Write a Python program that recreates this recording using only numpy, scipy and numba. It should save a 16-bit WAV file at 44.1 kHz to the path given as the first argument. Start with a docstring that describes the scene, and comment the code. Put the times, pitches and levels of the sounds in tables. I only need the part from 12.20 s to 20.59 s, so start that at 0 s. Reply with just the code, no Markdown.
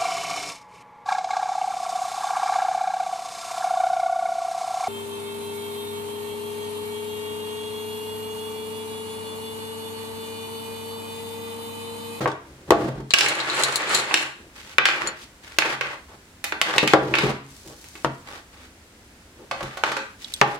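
"""Dull knocks on a desk come first, then brushes clatter and slide, as model-making supplies are set down
near a stereo microphone in a small room: paint bottles, brushes, tweezers, a respirator, a glove box,
goggles and a spray can. Each impact excites the damped modes of object and desk; sliding excites them
with many tiny slips. Ventilation rumbles underneath. A fast gain control flattens the room's tail
after each blow, and the first millisecond of the hardest ones clips."""
import sys
import numpy as np
from scipy import signal
from scipy.fft import rfft, irfft, next_fast_len
from scipy.io import wavfile
from numba import njit

SR = 44100
rng = np.random.default_rng(int(sys.argv[2]) if len(sys.argv) > 2 else 0)


def dump_mix(stems):
    """Bounce the given channels to the path in sys.argv[1] as a 16-bit WAV at rate SR."""
    frames = np.atleast_2d(stems).T  # one column per channel
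    limited = np.clip(frames, -1, 1)  # hard clip at full scale
    pcm = np.round(limited * 32767).astype(np.int16)
    wavfile.write(sys.argv[1], SR, pcm)


N = 369999

# heavy things landing on the desk: (time [s], level [dB], centre [Hz], treble fall [dB/octave])
HEAVY_KNOCKS = [(.058, -5.5, 990, 15.5), (.076, -8.5, 590, 6.5), (.5065, 9, 420, 5.5),
                (.521, 13, 597, 11.5), (.655, -10, 380, 17), (4.562, -12.5, 480, 4), (4.630, 1.5, 382, 5.5),
                (4.7355, 19, 740, 9.5), (5.035, 0, 240, 8.5), (5.847, -11, 726, 8), (5.86, -19.5, 189, 10),
                (8.2139, 9, 1140, 11.5)]
# light impacts: (time [s], level [dB], treble fall [dB/octave])
HANDLE_CLACKS = [(.9374, 2.5, 5), (.9416, 4.5, 9.5), (.9857, 2.5, 5), (1.0086, 5, 7.5), (1.0615, 0.5, 20),
                 (1.9111, -13.5, 36), (1.9417, 1.5, 7), (1.9744, -10, 5.5)]  # brush handles dropping on the desk and on each other
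TWEEZER_CLACKS = [(2.5834, 4.2, 14.1), (2.655, 6.7, 7.5), (2.687, 1.7, 8)]  # steel tweezers laid flat
TWEEZER_PINGS = [(2.873, -12.5, 4)]  # the tweezers as the fingers let go
PLASTIC_TAPS = [(3.3864, -3, 6), (3.4213, -5.5, 13.5), (3.6108, -12.5, 9.5), (4.2416, -22.5, 1),
                (4.3227, -20, 10), (4.415, -7.5, 5), (4.5816, 4, 9), (4.6759, 0.5, 6), (4.9393, 2, 18),
                (4.953, -2, 8.5), (4.9857, -1, 7.5), (5.642, -43.5, -1), (5.754, -38, 4)]  # respirator shells and buckles, gloves snapping
GOGGLE_BUMPS = [(7.312, -21.5, 7.5), (7.407, -27, 8.5), (7.429, -31.5, 3.5), (7.572, -29.5, 4),
                (7.6369, -9, 9.5), (7.7175, -16, 6), (7.7674, -15, 7)]  # the goggles' soft frame
BALL_CLINKS = [(.116, -31, 13), (8.0448, -32, 23), (8.138, -25, 1.6)]  # the mixing ball in the spray can
# metal brush ferrules ticking: (time [s], level [dB], treble fall [dB/octave], chatter length [s])
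FERRULE_TICKS = [(.907, -20, 16, 0), (1.0855, -6, 4, 0), (1.2012, -13, 25, 0), (1.299, -15, 17, .045),
                 (1.4357, -1, 10, 0), (1.558, -7, 1.5, 0), (1.7485, -0.5, 8, .055)]

# the brushes pushed across the desk in one long move: (time [s], level of the handles' rub [dB])
BRUSH_SLIDE = [(.96, -13.5), (1.05, -9), (1.25, -20), (1.33, -18), (1.41, -10), (1.52, -14.5), (1.66, -20),
               (1.762, -5.5), (1.87, -20.5), (2.021, -14), (2.119, -40.5)]
# low, dull rubs of things sliding on the desk: (start [s], length [s], level [dB], centre [Hz])
LOW_DRAGS = [(0, 0.063, -22.5, 480), (0.474, 0.028, -35.5, 220), (0.549, .17, -11, 373),
             (0.696, 0.135, -26.5, 183), (2.799, 0.098, -28.5, 328), (4.765, 0.3, -12.5, 360),
             (5.02, 0.11, -9.5, 354), (7.413, 0.05, -35, 170), (8.25, 0.13, -20, 810)]
# light plastic and steel scraping to rest: (start [s], length [s], level [dB])
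LIGHT_SCRAPES = [(2.7, 0.23, -18), (3.427, 0.14, -15), (3.608, 0.17, -31.5), (4.44, 0.16, -18.5),
                 (4.988, 0.15, -13), (7.351, 0.28, -42), (7.638, 0.11, -21.5)]
# hands, straps and rubber gloves rustling: (start [s], length [s], level [dB], centre [Hz])
HAND_RUSTLES = [(0.202, .3, -53, 260), (2.15, 0.18, -54.5, 264), (2.323, 0.25, -45.5, 2050),
                (2.952, .11, -46, 3220), (3.209, 0.18, -46.5, 1880), (3.879, 0.083, -49, 820),
                (5.1, 1, -52, 5670), (5.436, 0.126, -46.5, 330), (6.028, 0.2, -42.5, 1240),
                (6.3, 0.197, -51.5, 1560), (7.161, .1, -48, 298), (7.965, 0.31, -46.5, 3280)]

# normal modes: (frequency [Hz], bandwidth [Hz], level over the plain contact [dB])
DESK_MODES = [(134.3, 7.3, 13), (220, 15, -5), (293, 8.4, -15), (347.5, 27, 10), (423, 15, 4),
              (498, 49, -1), (573, 15.3, 0.5), (820, 21, -4.5), (1130, 8, -10), (1191, 10, 0.5)]
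LOADED_DESK_MODES = [(118, 20, 7.5), (277.6, 4.2, 5.5), (572, 19, -3.5), (1120, 840, -11)]  # further modes under a heavy thing
HANDLE_MODES = [(1640, 89, 0), (2370, 140, 4), (2610, 124, 7), (2820, 100, 10.5), (3500, 31, -23),
                (5440, 610, 0), (7360, 290, 5)]
FERRULE_MODES = [(3920, 160, 10.2), (4214, 200, 18), (7300, 1200, 9.9), (7800, 150, 3), (9300, 340, 11),
                 (9960, 190, 12.3)]
HELD_TWEEZER_MODES = [(1260, 80, -10.5), (1600, 220, 4.5), (2085, 60, -6), (2380, 180, 8), (2960, 270, -3)]
FREE_TWEEZER_MODES = [(3130, 23, 21), (4320, 20, 32.6), (4340, 17, 27), (5800, 13, 9), (7120, 33, 29.7),
                      (7500, 40, 7.2), (8180, 50, 10), (9520, 36, 19)]
PLASTIC_MODES = [(1680, 110, -24), (2400, 630, -1), (3840, 400, -51)]
GOGGLE_MODES = [(553, 39, 10.5), (1240, 58, -18), (1560, 120, -12)]
CAN_MODES = [(3370, 33, 32), (3690, 210, 20), (4400, 29, 5.1), (5950, 58, 13), (7070, 38, 7.1),
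             (8300, 57, 20), (10800, 36, 17), (12600, 110, 6.2)]

# reverberation of the room: (frequency [Hz], time to decay by 60 dB [s])
ROOM_DECAY = [(120, 0.28), (500, 0.23), (2000, 0.31), (5000, 0.27), (14000, 0.32)]
# steady room noise: (frequency [Hz], relative spectral density [dB])
AIR_SPECTRUM = [(15, -37.5), (25, -14), (76, -1), (127, -13), (242, -8.5), (489, -16), (863, -19),
                (1020, -19), (1190, -20.5), (1440, -18), (1840, -19), (2050, -19), (3720, -24), (8590, -27),
                (16000, -38.5)]


def heavy_knocks():
    """Impact excitation: heavy things drive the low modes of the loaded desk."""
    return blows(HEAVY_KNOCKS, LOADED_DESK_MODES, pan_db=2.86, scatter_db=12, scatter_s=.015, rise=6.9)


def handle_clacks():
    """Modal ringing: falling brush handles sound their broad, quickly damped modes."""
    hits = struck(HANDLE_CLACKS, centre_hz=2660)
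    return blows(hits, HANDLE_MODES, pan_db=-2.4, scatter_db=9, scatter_s=.006, rise=6.7)


def tweezer_clacks():
    """Damping: steel tweezers held in the fingers clack without ringing on."""
    hits = struck(TWEEZER_CLACKS, centre_hz=1650)
    return blows(hits, HELD_TWEEZER_MODES, pan_db=-1, scatter_db=12.5, scatter_s=.011, rise=7.6)


def plastic_taps():
    """Internal loss: the modes of plastic die at once, leaving a dry tap."""
    hits = struck(PLASTIC_TAPS, centre_hz=2220)
    return blows(hits, PLASTIC_MODES, pan_db=-2, scatter_db=11, scatter_s=.008, rise=6.2)


def goggle_bumps():
    """Scattering: the goggles' soft frame smears each bump, so little of it arrives as a sharp click."""
    hits = struck(GOGGLE_BUMPS, centre_hz=1760)
    return blows(hits, GOGGLE_MODES, pan_db=-2, scatter_db=22, scatter_s=.01, rise=7.5)


def ferrule_ticks(gap_s=.014, rebound_db=-7.5, fade_db_per_s=83):
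    """Inelastic rebound: ferrules tick together, some chattering on in ever weaker bounces."""
    ticks = []
    for s, db, fall, length in FERRULE_TICKS:
        delays = np.cumsum(gap_s * (1 + .2 * rng.uniform(-1, 1, 8)))
        ticks.append((s, db, fall))
        ticks += [(s + d, db + rebound_db - fade_db_per_s * d, fall) for d in delays if d < length]
    hits = struck(ticks, centre_hz=6030)
    return blows(hits, FERRULE_MODES, pan_db=4, scatter_db=8.5, scatter_s=.012, rise=4.2)


def tweezer_ping():
    """Free vibration: once released, the tweezers ring in narrow, high modes."""
    hits = struck(TWEEZER_PINGS, centre_hz=6800)
    return blows(hits, FREE_TWEEZER_MODES, pan_db=6.5, scatter_db=21, scatter_s=.0012, rise=11.3)


def can_clinks():
    """Shell resonance: the mixing ball rings the wall of the spray can."""
    hits = struck(BALL_CLINKS, centre_hz=8600)
    return blows(hits, CAN_MODES, pan_db=-3.5, scatter_db=35, scatter_s=.0026, rise=28)


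def struck(table, centre_hz, db_per_octave=34.5):
    """Contact time: a harder blow is briefer, hence brighter; centre_hz holds at 0 dB."""
    return [(s, db, centre_hz * 2 ** (db / db_per_octave), fall) for s, db, fall in table]


def blows(table, modes, pan_db, scatter_db, scatter_s, rise, clutter_db=3, scatter_hz=5000, size=12288):
    """Source and filter: an impulse and its short scatter ring the modes of object and desk."""
    out, t, f = np.zeros((2, N)), np.arange(size) / SR, bins(size)
    ring = resonances(f, DESK_MODES + modes)
    fade = np.minimum(10 * (1 - t / t[-1]), 1)
    # pan_db is left minus right; the push reaches the weaker, farther microphone later
    lag_s = np.round(np.clip([[-pan_db], [pan_db]], 0, 4) * 1.5) / SR
    for s, db, centre_hz, fall in table:
        shudder = rng.standard_normal(size)  # the desk top, alike at both microphones
        clutter = undb(clutter_db) * diffuse(rng.standard_normal((2, size)))
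        scatter = unit(rfft((shudder + clutter) * np.exp(-t / scatter_s))) / np.hypot(1, f / scatter_hz)
        push = np.exp(-2j * np.pi * f * lag_s) + undb(scatter_db) * scatter
        hit = irfft(push * contact(size, centre_hz, fall, rise) * ring) * fade
        hit *= np.sqrt(.01 * SR / np.mean(np.sum(hit ** 2, axis=1)))  # energy of 10 ms at rms 1
        add(out, s, hit * undb([[db + pan_db / 2], [db - pan_db / 2]]))
    return out


def contact(size, centre_hz, fall, rise, knee=3.5, top_hz=11500):
    """Contact spectrum: small things radiate little bass, soft ones little treble (slopes in dB/octave)."""
    octaves = np.log2(np.hypot(bins(size), 20) / centre_hz)
    db = -(rise * np.logaddexp(0, -knee * octaves) + fall * np.logaddexp(0, knee * octaves)) / knee
    db -= 10 * np.log10(1 + (bins(size) / top_hz) ** 4)
    # minimum phase: nothing sounds before the touch
    cepstrum = irfft(np.log(undb(db)))
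    cepstrum[1:size // 2] *= 2
    cepstrum[size // 2 + 1:] = 0
    return np.exp(rfft(cepstrum))


def resonances(f, modes):
    """Modal superposition: damped oscillators add to the plain contact."""
    return 1 + sum(undb(db) / (1 + 1j * (f ** 2 - hz ** 2) / (f * width)) for hz, width, db in modes)


def short_slides():
    """Sliding friction: low drags, light scrapes and faint crackly rustles sound through the desk."""
    out = np.zeros((2, N))
    for s, length, db, centre_hz in LOW_DRAGS:
        pressure = stroke(length, db, fade_db_per_s=21)
        add(out, s, friction(pressure, DESK_MODES, centre_hz, fall=6.72, rise=3.9))
    for s, length, db in LIGHT_SCRAPES:
        pressure = stroke(length, db, fade_db_per_s=39)
        add(out, s, friction(pressure, DESK_MODES, centre_hz=1670, fall=10.8, rise=5.5, grain_db=2))
    for s, length, db, centre_hz in HAND_RUSTLES:
        pressure = stroke(length, db, fade_db_per_s=-1)
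        add(out, s, friction(pressure, DESK_MODES, centre_hz, fall=7, rise=6.9, grain_db=2.5))
    return out


def brush_slide():
    """Friction under load: the ferrules' thin scrape grows as the square of the handles' rub."""
    out = np.zeros((2, N))
    s, db = np.transpose(BRUSH_SLIDE)
    rub = undb(np.interp(np.arange(s[0], s[-1], 1 / SR), s, db))
    scrape = undb(2.5) * rub ** 2
    add(out, s[0], friction(rub, DESK_MODES, centre_hz=1940, fall=13, rise=5.67))
    add(out, s[0], friction(scrape, FERRULE_MODES, centre_hz=6300, fall=13, rise=9, grain_db=3.5))
    return out


def stroke(length, db, fade_db_per_s):
    """Pressure envelope of one move: it eases in and out, and fades if the thing slows."""
    t = np.arange(max(int(length * SR), 8)) / SR
    return undb(db) * unit(signal.windows.tukey(len(t), .49) * undb(-fade_db_per_s * t))


def friction(pressure, modes, centre_hz, fall, rise, grain_db=1, catch_db=2.5, catch_s=.01):
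    """Stick-slip: tiny uneven slips come in bouts as surfaces catch, as strong as the pressure."""
    size = 8192 * (len(pressure) // 8192 + 2)
    t = np.arange(size) / SR
    pressure = np.pad(pressure, (0, size - len(pressure)))
    noise = rng.standard_normal((2, size))
    grains = undb(grain_db * np.repeat(rng.exponential(size=size // 32), 32))
    catches = undb(catch_db * np.interp(t / catch_s, np.arange(size), rng.standard_normal(size)))
    slips = diffuse(noise * grains) * catches * pressure
    rub = irfft(rfft(slips) * contact(size, centre_hz, fall, rise) * resonances(bins(size), modes))
    return unit(rub) * np.sqrt(np.mean(pressure ** 2))


def room(x, build_s=.009, dull_hz=7000, size=32768):
    """Reverberation: dense reflections build up, then decay exponentially at each band's own rate."""
    t, f = np.arange(size) / SR, bins(size)
    hz, t60 = np.transpose(ROOM_DECAY)
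    noise = rfft(diffuse(rng.standard_normal((2, size)))) / np.hypot(1, f / dull_hz)
    bands = [irfft(noise * np.interp(np.log(f), np.log(hz), weights)) for weights in np.eye(len(hz))]
    tail = sum(band * undb(-60 * t / decay_s) for band, decay_s in zip(bands, t60))
    tail *= 1 - np.exp(-t / build_s)
    return signal.fftconvolve(x.mean(axis=0)[None], unit(tail) / np.sqrt(size), axes=1)[:, :N]


def air(level_db=-50):
    """Stationary noise: low ventilation rumble and an even hiss."""
    size = 2 * next_fast_len(N // 2 + 1)
    hz, db = np.transpose(AIR_SPECTRUM)
    colour = undb(np.interp(np.log(bins(size)), np.log(hz), db))
    noise = rfft(diffuse(rng.standard_normal((2, size))))
    return unit(irfft(noise * colour)[:, :N]) * undb(level_db)


def diffuse(pair, spacing_m=.1):
    """Diffuse-field coherence: two microphones receive alike bass and unrelated treble."""
    coherence = np.sinc(2 * bins(pair.shape[1]) * spacing_m / 343)
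    mid, side = rfft(pair)
    mid, side = mid * np.sqrt((1 + coherence) / 2), side * np.sqrt((1 - coherence) / 2)
    return irfft(np.array([mid + side, mid - side]))


def undb(db):
    """Decibels to amplitude ratio."""
    return 10 ** (np.asarray(db) / 20)


def unit(x):
    """Normalisation to rms 1."""
    return x / np.sqrt(np.mean(abs(x) ** 2))


def add(out, s, sound):
    """Superposition: mix a sound in from time s."""
    i = max(int(s * SR), 0)
    out[:, i:i + sound.shape[1]] += sound[:, :N - i]


def bins(size):
    """Fourier frequencies of a signal this long, at least 1 Hz."""
    return np.maximum(np.fft.rfftfreq(size, 1 / SR), 1)


@njit
def follow(x, attack, release):
    """Envelope detection with separate rise and fall rates."""
    out, level = np.empty(len(x)), 0.
    for i in range(len(x)):
        level += (x[i] - level) * (attack if x[i] > level else release)
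        out[i] = level
    return out


def scene():
    """Superposition of direct sound, reverberation and room noise."""
    knocks = heavy_knocks()
    clatter = handle_clacks() + tweezer_clacks() + plastic_taps() + goggle_bumps()
    rings = ferrule_ticks() + tweezer_ping() + can_clinks()
    rubs = short_slides() + brush_slide()
    reverb = room(undb(-6) * knocks + undb(-2.5) * clatter + undb(-7) * rubs)
    return knocks + clatter + rings + rubs + reverb + air()


def record(dry, threshold_db=-29, ratio=2.47, attack_s=.0072, release_s=.059, top_hz=15900):
    """Compression: gain drops just after each blow; what slips past clips, and all is low-passed."""
    level = follow(abs(dry).mean(axis=0), 1 / (attack_s * SR), 1 / (release_s * SR))
    gain = np.maximum(level / undb(threshold_db), 1) ** (1 / ratio - 1)
    clipped = np.clip(dry * gain, -1, 1)
    return signal.sosfilt(signal.ellip(8, .2, 70, top_hz, fs=SR, output="sos"), clipped)


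dry = scene()
out = record(dry)
dump_mix(out)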